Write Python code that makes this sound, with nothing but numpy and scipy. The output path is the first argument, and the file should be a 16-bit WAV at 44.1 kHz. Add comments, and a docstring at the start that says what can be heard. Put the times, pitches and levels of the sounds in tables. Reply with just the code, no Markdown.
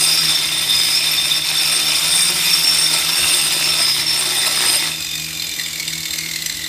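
"""An angle grinder works close to the microphone, scouring mortar off the concrete floor of a bare room.
Noisy grit impacts rasp under the diamond wheel and drive its modes, split by spin, and the housing's.
The steel guard sings along as a narrow resonance, with squeals. Lifted and switched off, the tool coasts:
a falling gear whine, fan air and a clattering rattle. Behind it a motor hums in sines over a low noise rumble."""
import sys
import numpy as np
from scipy import signal
from scipy.fft import rfft, irfft, next_fast_len
from scipy.io import wavfile
from scipy.ndimage import uniform_filter1d, map_coordinates

SR = 44100
rng = np.random.default_rng(int(sys.argv[2]) if len(sys.argv) > 2 else 0)


def unload_wav(signal):
    """Save mono or channel-first audio to the path in sys.argv[1] as 16-bit WAV at rate SR, clipped to [-1, 1]."""
    wavfile.write(
        sys.argv[1],
        SR,
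        np.round(np.clip(np.atleast_2d(signal).T, -1, 1) * 32767).astype(np.int16),
    )


N = 294588
LIFT_S = 4.885  # the wheel leaves the floor


def amp(db):
    """Decibels to gain."""
    return 10 ** (np.asarray(db) / 20)


def unit(x):
    """Scale to rms 1."""
    return x / np.sqrt(np.mean(x ** 2) + 1e-20)


def along(points, hz):
    """Read (frequency [Hz], value) points on a log frequency axis."""
    f, v = np.transpose(points)
    return np.interp(np.log(hz + 1), np.log(f + 1), v)


def curves(rows):
    """One value per sample for each column after the time."""
    s, *cols = np.transpose(rows)
    return [np.interp(np.arange(N) / SR, s, c) for c in cols]


def wobble(rate):
    """A smooth random curve, rate knots a second."""
    knots = np.arange(0, N * rate / SR + 1, 1 / 8)
    smooth = map_coordinates(rng.standard_normal(int(N * rate / SR) + 4), [knots])
    return np.interp(np.arange(N) * rate / SR, knots, smooth)


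def swells(rows):
    """Each (time [s], length [s], level [dB]) row swells and passes smoothly, in dB."""
    t = np.arange(N) / SR
    return sum(db * np.exp(-(2 * (t - s) / length) ** 2) for s, length, db in rows)


def angle(hz):
    """Running phase [rad] of a frequency curve."""
    return 2 * np.pi * np.cumsum(hz * np.ones(N)) / SR


def filtered(x, response):
    """Multiply the spectrum of x by a response of frequency."""
    m = next_fast_len(N + SR // 2)
    return irfft(rfft(x, m) * response(np.fft.rfftfreq(m, 1 / SR)), m)[:N]


def colour(x, spectrum):
    """Shape x by a spectrum, at rms 1."""
    return unit(filtered(x, lambda hz: amp(along(spectrum, hz))))


def mode(force, hz, width):
    """A resonance of fixed or moving pitch driven by a force, at rms 1."""
    turn = np.exp(1j * angle(hz))
    ring = force / turn  # the resonance sits at zero frequency here
    # a narrow pole, then one seven times as wide to steepen the skirts
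    for pole_width in (abs(width), 7 * abs(width)):
        ring = signal.lfilter([1], [1, -np.exp(-np.pi * pole_width / SR)], ring)
    return unit((ring * turn).real)


def sustained(x, span=0.1):
    """Steady feeding of a mode: level changes slower than span [s] are evened out, fast flutter stays."""
    return x / np.sqrt(np.abs(uniform_filter1d(x ** 2, int(span * SR))) + 1e-6)


def lifted(fade=0.039):
    """0 while the wheel is on the floor, rising to 1 within fade [s] of the lift."""
    return np.clip((np.arange(N) / SR - LIFT_S) / fade, 0, 1)


def grit(spike_db, size=16):
    """Dense grain impacts: noise whose strength jumps at random every size samples."""
    strength = amp(spike_db * rng.standard_normal(N // size + 1))
    return rng.standard_normal(N) * np.repeat(strength, size)[:N]


def patchy(x, depth_db):
    """Each band swells and fades on its own."""
    z = signal.stft(x, nperseg=256)[2]
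    field = rng.standard_normal(z.shape)
    field = uniform_filter1d(field, size=3, axis=0)
    field = uniform_filter1d(field, size=9, axis=1)
    return signal.istft(z * amp(depth_db * unit(field)), nperseg=256)[1][:N]


# speed of the other motor: (time [s], speed [turns/s])
MOTOR_SPEED = [(0, 79.5), (2, 78.5), (4.5, 79), (5.2, 79), (5.8, 80.5), (6.68, 81)]
# its hum: (multiple of the speed [1], level against the hum [dB])
HUM_LINES = [(1, -12), (2, -1.5), (3, -13), (4, -6)]
# low noise of the room: (frequency [Hz], density [dB per Hz])
RUMBLE_SPECTRUM = [(20, -24), (40, -12), (62, 3), (80, 3), (100, -4), (125, 0.5), (200, -8.5), (300, 2),
                   (420, -9), (900, -30), (3000, -60)]
# brief swells of the deep rumble: (time [s], length [s], rise [dB])
RUMBLE_SWELLS = [(.8, .2, 6), (3.23, .1, 14), (6.02, .22, 13), (6.48, .35, 13)]
HUM_DB, RUMBLE_DB = -41.5, -48  # mid levels, before their wobble
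DEEP_DB, DEEP_HZ, DEEP_WIDTH_HZ = -58, 80, 25  # level between swells, centre and width


def background():
    """Another motor hums, wavering, as multiples of its speed over a low rumble whose deepest part swells."""
    speed, = curves(MOTOR_SPEED)
    turn = angle(speed + 0.27 * wobble(7))
    hum_db = HUM_DB + 1.4 * wobble(10)
    hum = np.zeros(N)
    for multiple, db in HUM_LINES:
        hum += amp(hum_db + db + 1.2 * wobble(9)) * np.sqrt(2) * np.sin(multiple * turn)
    rumble = amp(RUMBLE_DB + 2 * wobble(12)) * colour(rng.standard_normal(N), RUMBLE_SPECTRUM)
    deep_db = DEEP_DB + swells(RUMBLE_SWELLS)
    deep = amp(deep_db) * mode(rng.standard_normal(N), DEEP_HZ, DEEP_WIDTH_HZ)
    return hum + rumble + deep


# reverberation of the bare room: (frequency [Hz], time to fall 60 dB [s])
ROOM_DECAY = [(100, 0.27), (1000, 0.52), (5000, 0.69), (15000, 0.15)]


def room(x):
    """Bare walls answer with a decaying noise tail; it lasts longest near 5 kHz."""
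    hz, t, z = signal.stft(rng.standard_normal(SR // 2), SR, nperseg=256)
    decay = amp(-60 * t / along(ROOM_DECAY, hz)[:, None])
    tail = signal.istft(z * decay, SR, nperseg=256)[1]
    delayed = np.pad(tail / np.linalg.norm(tail), (300, 0))  # 300 samples before the first echo
    return signal.fftconvolve(x, delayed)[:N]


# runs of rattling in the slack gears: (start [s], end [s], rate [clacks/s], level [dB])
RATTLE_RUNS = [(4.914, 5.355, 46, -16), (5.37, 5.81, 41.7, -15.5), (5.824, 6.39, 39.1, -14),
               (6.419, 6.47, 26.1, -14), (6.497, 6.68, 42.7, -15)]
# the hardest knocks of the gears: (time [s], peak [dB])
KNOCKS = [(5.42, -11.5), (5.594, -10), (5.796, -11), (5.876, -9), (5.93, -10.5), (6.053, -10),
          (6.134, -8.5), (6.184, -8), (6.358, -9.5), (6.42, -12), (6.459, -8), (6.495, -11)]


def clacks(rise=.0028, decay=.003, jitter=.001, scatter_db=1.6):
    """Force of the slack gears: runs of nearly even clacks, with a few hard knocks among them."""
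    t = np.arange(SR // 10) / SR
    burst = (1 - np.exp(-t / rise)) ** 2 * np.exp(-t / decay)
    runs = np.array([(s, db) for start, end, rate, db in RATTLE_RUNS
                     for s in np.arange(start, end, 1 / rate)])
    runs = runs + rng.standard_normal(runs.shape) * [jitter, scatter_db]
    blows = np.zeros(N + SR)
    for s, db in [*runs, *KNOCKS]:
        at = round(s * SR) + np.arange(len(t))
        blows[at] = np.maximum(blows[at], amp(db) * burst / burst.max())
    return blows[:N]


# falling gear whine of the coasting tool: (time [s], frequency [Hz])
WHINE_PITCH = [(4.85, 2560), (5.05, 2500), (5.3, 2410), (5.6, 2330), (5.9, 2203), (6.2, 2180), (6.45, 2025),
               (6.68, 1983)]
# steel resonances rung by the rattle: (frequency [Hz], width [Hz], relative level [dB])
STEEL_MODES = [(1970, 210, -10.5), (2830, 190, -17.5), (3635, 110, -7.5), (4080, 190, -3.5),
               (4600, 330, -15), (4890, 40, -19), (5890, 40, -15), (6000, 27, -13), (7600, 110, -8.5),
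               (9950, 54, -15), (13230, 300, -8.5)]
# broad noise of the clacks: (frequency [Hz], density [dB per Hz])
CLACK_SPECTRUM = [(300, -28), (1500, -35), (2000, -1.5), (3000, 1.5), (4200, 2), (5500, 2.5), (6700, -0.5),
                  (7900, 2), (10500, -8), (15000, -27)]
# air drawn by the fan: (frequency [Hz], density [dB per Hz])
AIR_SPECTRUM = [(300, -13.5), (500, -6), (1000, -5.5), (1550, -5.5), (2000, 0.5), (3000, 1), (4400, 1),
                (5500, 0.5), (7800, 2), (10500, -8), (13300, 0), (14500, -23), (15300, -0.5)]
WHINE_DB, AIR_DB = -35, -29.2  # whine before its wobble; air


def coasting():
    """Fan air and a falling gear whine, with the slack gears clattering against the steel."""
    whine_hz, = curves(WHINE_PITCH)
    whine_db = WHINE_DB + 1.7 * wobble(6.2)
    blows = clacks()
    # every clack lands a little differently and brings out other resonances
    force = blows * patchy(grit(spike_db=2.5), depth_db=3.0)
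    steel = sum(amp(db) * mode(force, hz, width) for hz, width, db in STEEL_MODES)
    clatter = amp(-9.5) * colour(force, CLACK_SPECTRUM) + amp(-11.5) * steel
    rattle = np.sqrt(np.mean(blows ** 2)) * clatter
    # the teeth mesh hardest at each clack; their overtone grows as the wheel slows
    mesh = rng.standard_normal(N) * (0.024 + blows)
    slowed = 1 - whine_hz / whine_hz[0]
    whine = amp(whine_db) * sustained(mode(mesh, whine_hz, 86))
    overtone = amp(whine_db - 12 + 63 * slowed) * sustained(mode(mesh, 2 * whine_hz, 200))
    # the steel guard sings faintly near 5 kHz, less as the wheel slows
    singing = amp(-35.0 - 50 * slowed) * mode(rng.standard_normal(N), 4955, 24)
    air = amp(AIR_DB) * colour(patchy(grit(spike_db=1.5), depth_db=2.0), AIR_SPECTRUM)
    return rattle + (whine + overtone + singing + air) * lifted(fade=0.021)


# squeals of the wheel or the guard: (start [s], length [s], voice, level [dB])
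SQUEALS = [(0.0, 0.074, "upper", -21.5), (0.0, 0.3, "trail", -25), (0.055, .1, "lead", -19),
           (0.223, .16, "lead", -24.5), (.28, .09, "guard", -18), (0.681, 0.061, "guard", -15),
           (0.685, 0.28, "trail", -26), (.94, 0.054, "lead", -19.5), (1.03, 0.2, "guard", -23),
           (1.05, .1, "top", -35), (1.11, 0.14, "lead", -25), (1.296, 0.055, "guard", -14.5),
           (1.33, .06, "lead", -25), (1.475, 0.25, "lead", -23.5), (1.541, .07, "guard", -18),
           (1.712, .06, "upper", -22.5), (1.81, 0.11, "lead", -24), (1.9, 0.056, "guard", -25),
           (2.098, 0.18, "upper", -21.5), (2.12, 0.13, "guard", -21.5), (2.138, 0.074, "lead", -26),
           (2.452, 0.033, "guard", -20), (2.491, 0.061, "lead", -17), (2.635, 0.056, "lead", -15.5),
           (2.759, 0.092, "lead", -16.5), (2.77, .08, "upper", -23.5), (2.858, 0.043, "guard", -20.5),
           (3.098, 0.067, "lead", -27.5), (3.169, 0.32, "upper", -24), (3.176, .13, "guard", -24.5),
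           (3.28, .08, "lead", -23.5), (3.631, 0.086, "lead", -20), (3.79, 0.15, "lead", -24),
           (3.734, .05, "guard", -19), (3.793, 0.13, "trail", -23), (3.802, 0.044, "upper", -23.5),
           (3.99, .04, "lead", -24), (4.058, 0.066, "lead", -18), (4.17, 0.044, "upper", -23.5),
           (4.361, 0.041, "upper", -23), (4.6, 0.19, "top", -35), (4.65, 0.12, "upper", -21.5),
           (4.66, 0.09, "trail", -22), (5.865, 0.026, "guard", -23), (6.62, 0.068, "guard", -32)]
SQUEAL_ATTACK_S, SQUEAL_RELEASE_S = 0.0055, 0.013


def squeal(voice):
    """Gain of one voice when friction catches it: attack, hold, release."""
    t = np.arange(N) / SR
    gain = np.zeros(N)
    for start, length, name, db in SQUEALS:
        if name == voice:
            attack = 1 - np.exp(-np.maximum(t - start, 0) / SQUEAL_ATTACK_S)
            release = np.exp(-np.maximum(t - start - length, 0) / SQUEAL_RELEASE_S)
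            gain += amp(db) * attack * release
    return gain


# base ringing between squeals, for wheel voices and guard: voice -> level [dB]
SINGING = {"lead": -31.5, "trail": -32, "upper": -30, "top": -36.5, "guard": -23.5}
# the wheel bites into a lump (+) or skips (-): (time [s], length [s], level change [dB])
JOLTS = [(0.315, 0.034, 2), (1.003, 0.068, -3), (1.318, 0.037, 0.5), (1.419, 0.056, -7),
         (2.002, 0.053, -2.5), (2.328, 0.048, -5), (3.727, 0.037, -1), (3.807, 0.026, 6), (3.93, .04, -2.5),
         (4.0, .05, 2.5), (4.06, .035, -5), (4.629, 0.058, 3)]
GUARD_EASE_DB_PER_S, GUARD_FADE_DB_PER_S = 0.85, 10.5  # throughout, and added once the wheel is free


def guard():
    """The steel guard rings unevenly at one mode, ever less as the wheel grinds, and fades as it coasts."""
    t = np.arange(N) / SR
    ring_db = SINGING["guard"] - GUARD_EASE_DB_PER_S * t
    ring_db -= GUARD_FADE_DB_PER_S * np.maximum(t - LIFT_S, 0)
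    ring_db += 0.42 * swells(JOLTS) + 2 * wobble(22.03)
    gain = np.hypot(amp(ring_db), squeal("guard"))
    force = grit(spike_db=0.5) * amp(3.8 * wobble(80))
    flutter_db = (2.0 + 1.5 * lifted()) * wobble(90)
    return gain * amp(flutter_db - 1.96) * sustained(mode(force, 3604, 44), span=0.04)


# travelling waves of the wheel: (frequency at rest [Hz], signed nodal diameters [1], voice)
WHEEL_WAVES = [(5197, 3, "lead"), (5204, -3, "trail"), (8662, 4, "upper"), (8655, -4, "upper"),
               (8768, 4, "upper"), (8758, -4, "upper"), (12892, 5, "top"), (12892, -5, "top")]
# how each of these waves rings, in the same order: (width [Hz], relative level [dB])
WAVE_RING = [(20, 0), (24, .5), (20, -1.5), (22, -6.5), (22, -6), (26, -8.5), (32, -2.5), (32, -.5)]


def wheel_ring(speed, chatter, drive_db):
    """Spin carries each mode round: waves running with and against it shift by diameters times speed."""
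    gain = {}
    for voice in ("lead", "trail", "upper", "top"):
        ring_db = SINGING[voice] + drive_db + 1.74 * wobble(16)
        gain[voice] = np.hypot(amp(ring_db), squeal(voice))
    force = grit(spike_db=5.5) * chatter
    out = np.zeros(N)
    for (hz, diameters, voice), (width, db) in zip(WHEEL_WAVES, WAVE_RING):
        wave = sustained(mode(force, hz + diameters * speed, width), span=0.028)
        # the ring catches and lets go in short beads
        out += gain[voice] * amp(db + 2.16 * wobble(70)) * wave
    # once free, the wheel rings on for a moment
    return out * (1 - lifted(fade=0.083))


def rim(turn, count=22):
    """The uneven rim repeats its bumps every turn; their pattern drifts as the wheel is tilted."""
    return sum(wobble(9) * np.sin(k * turn + rng.uniform(0, 2 * np.pi)) for k in range(3, count))


# wheel speed under load: (time [s], speed [turns/s])
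WHEEL_SPEED = [(0, 77), (.2, 84.5), (.45, 69), (.8, 55), (1.0, 59), (1.3, 72), (1.6, 76.6), (1.9, 76.6),
               (2.2, 88.4), (2.5, 87.5), (2.75, 77.7), (3.12, 83), (3.35, 77), (3.7, 62), (4.0, 61.5),
               (4.3, 62), (4.7, 64.4), (5.0, 63)]
# how hard the wheel is pressed on the floor: (time [s], level [dB])
PRESSURE = [(0, -34), (.55, -36), (1.0, -35.5), (1.35, -35.5), (1.75, -33), (2.3, -33), (2.6, -33.5),
            (3.15, -32), (3.55, -32.5), (4.0, -35), (4.4, -32.5), (4.65, -29.5), (4.78, -33.5), (4.88, -32)]
# treble hiss before jolts and wobble: (time [s], level [dB])
TREBLE = [(.06, -21.5), (.25, -27), (.55, -30.5), (.86, -23.5), (1.05, -27.5), (1.5, -29.5), (1.8, -25),
          (2.45, -22), (3.15, -25), (3.29, -22), (3.5, -25.5), (4.1, -29.5), (4.25, -25.5), (4.7, -25),
          (4.88, -29)]
# where the rim scrapes: (time [s], resonance [Hz], level against the rasp [dB])
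SCRAPE = [(0, 2730, -8), (.6, 1960, -12), (1.0, 2500, -4.5), (1.8, 2477, -6), (2.1, 2390, -10),
          (2.35, 2360, -5.5), (2.55, 2540, -4.5), (2.85, 2577, -23), (3.15, 2720, -1), (3.5, 2803, -6.5),
          (4.1, 2010, -12), (4.5, 2000, -11), (4.9, 2524, -10)]
# fixed resonances of the tool while it grinds: (frequency [Hz], width [Hz], level against the rasp [dB])
HOUSING_MODES = [(359, 14, -23), (566, 14, -24), (634, 16, -20.5), (712, 18, -22.5), (775, 16, -25),
                 (932, 40, -20), (1324, 20, -17), (2510, 50, -12.5), (2790, 40, -16.5), (4100, 200, -11),
                 (4830, 140, -12), (4955, 25, -13), (7590, 140, -13), (9680, 40, -13), (9925, 50, -11.5)]
# low crunch of the grit: (frequency [Hz], density [dB per Hz])
CRUNCH_SPECTRUM = [(100, -20), (220, -4.5), (330, 2), (480, -3), (650, -0.5), (1000, 3), (1500, 3),
                   (1900, 3), (2600, -11), (5000, -60)]
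# middle rasp of the grit: (frequency [Hz], density [dB per Hz])
RASP_SPECTRUM = [(1000, -44), (1600, -12), (2000, -2), (2500, -2.5), (3200, -1), (4000, 1), (4700, -3.5),
                 (5500, -4), (6500, -9), (9000, -19.5)]
# treble hiss of the grit: (frequency [Hz], density [dB per Hz])
HISS_SPECTRUM = [(3000, -30), (5000, 5), (6000, 0), (7000, -2), (8100, 1), (9700, 4.5), (10500, -10),
                 (11500, -13.5), (12300, -3.5), (13600, -10), (15000, -4.5)]
RASP_DB, RASP_FOLLOWS = -25, 0.24  # base level of the rasp, and its dB per dB of pressure
SHAKE_DB, SHAKE_DB_PER_TURN = -43, 0.3  # unbalance at top speed, and its loss per turn/s below that
# drone of the diamond segments: level at full pressure and top speed, dB per dB of pressure,
# and loss in dB per turn/s below top speed
SEGMENTS_PER_TURN = 16.6
SEGMENTS_DB, SEGMENTS_FOLLOW, SEGMENTS_DB_PER_TURN = -37, 1.8, .5
RING_FOLLOWS_TREBLE = 0.53  # dB of wheel ringing per dB of hiss
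HOUSING_FOLLOWS_HZ = 900  # modes up to this pitch follow pressure fully, higher ones less


def grinding():
    """The wheel bites once a turn, chatters, and throbs with the mains torque; grit rings wheel and housing."""
    speed, = curves(WHEEL_SPEED)
    pressure_db, = curves(PRESSURE)
    treble_db, = curves(TREBLE)
    scrape_hz, scrape_db = curves(SCRAPE)
    jolt_db = swells(JOLTS) + .5 * wobble(23.98)
    harder_db = pressure_db - pressure_db.mean()
    below_top = speed.max() - speed

    # level of each layer
    crunch_db = pressure_db + jolt_db
    rasp_db = RASP_DB + RASP_FOLLOWS * harder_db + 0.69 * jolt_db
    hiss_db = treble_db + 0.5 * jolt_db + 0.83 * wobble(14)
    ring_db = RING_FOLLOWS_TREBLE * (treble_db - treble_db.mean()) + 0.66 * jolt_db
    shake_db = SHAKE_DB - SHAKE_DB_PER_TURN * below_top
    segments_db = SEGMENTS_DB + SEGMENTS_FOLLOW * (pressure_db - pressure_db.max())
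    segments_db -= SEGMENTS_DB_PER_TURN * below_top

    # the bite of each turn and the 120 Hz torque of the mains
    turn = angle(speed) + .15 * wobble(25)
    bite = np.cos(turn) + 0.5 * np.cos(2 * turn) + 0.19 * np.cos(3 * turn)
    throb_db = 1.3 * bite + 1.0 * np.cos(angle(120))
    press = amp(throb_db + 0.45 * wobble(70) + 0.45 * wobble(250))
    chatter = press * amp(4.4 * wobble(60))

    # layers made where the wheel meets the floor
    crushed = patchy(grit(spike_db=4.5), depth_db=2.0) * press * amp(2.5 * bite)
    crunch = amp(crunch_db - 2) * colour(crushed, CRUNCH_SPECTRUM)
    bumps = amp(crunch_db - 7.5) * colour(rim(turn), CRUNCH_SPECTRUM)
    rasped = patchy(grit(spike_db=3.5), depth_db=2.0) * press
    rasp = amp(rasp_db + 1.4) * colour(rasped, RASP_SPECTRUM)
    scraped = grit(spike_db=3.5) * press * amp(3.4 * wobble(45))
    scrape = amp(rasp_db + scrape_db + 0.7) * mode(scraped, scrape_hz, 187)
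    segments = amp(segments_db) * mode(grit(spike_db=4) * press, SEGMENTS_PER_TURN * speed, 130)
    hissed = patchy(grit(spike_db=2.5), depth_db=2.5) * press
    hiss = amp(hiss_db) * colour(hissed, HISS_SPECTRUM)
    on_floor = (crunch + bumps + segments + rasp + scrape + hiss) * (1 - lifted(fade=0.028))

    # the body of the tool, and its unbalance at twice the wheel speed
    force = grit(spike_db=4.5) * chatter
    housing = np.zeros(N)
    for hz, width, db in HOUSING_MODES:
        follow = min(1, HOUSING_FOLLOWS_HZ / hz)
        housing += amp(rasp_db + db + harder_db * follow) * mode(force, hz, width)
    shake = amp(shake_db) * np.sqrt(2) * np.sin(2 * turn)
    body = (housing + shake) * (1 - lifted(fade=0.091))
    return on_floor + body + wheel_ring(speed, chatter, ring_db)


def scene():
    """The tool close by, its echo off the bare walls, and the hum of the room behind."""
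    tool = grinding() + guard() + coasting()
    return (tool + amp(-9.0) * room(tool) + background())[None]


def record(dry):
    """The microphone keeps nothing from 15.3 kHz up."""
    return filtered(dry[0], lambda hz: hz < 15300)[None]


dry = scene()
out = record(dry)
unload_wav(out)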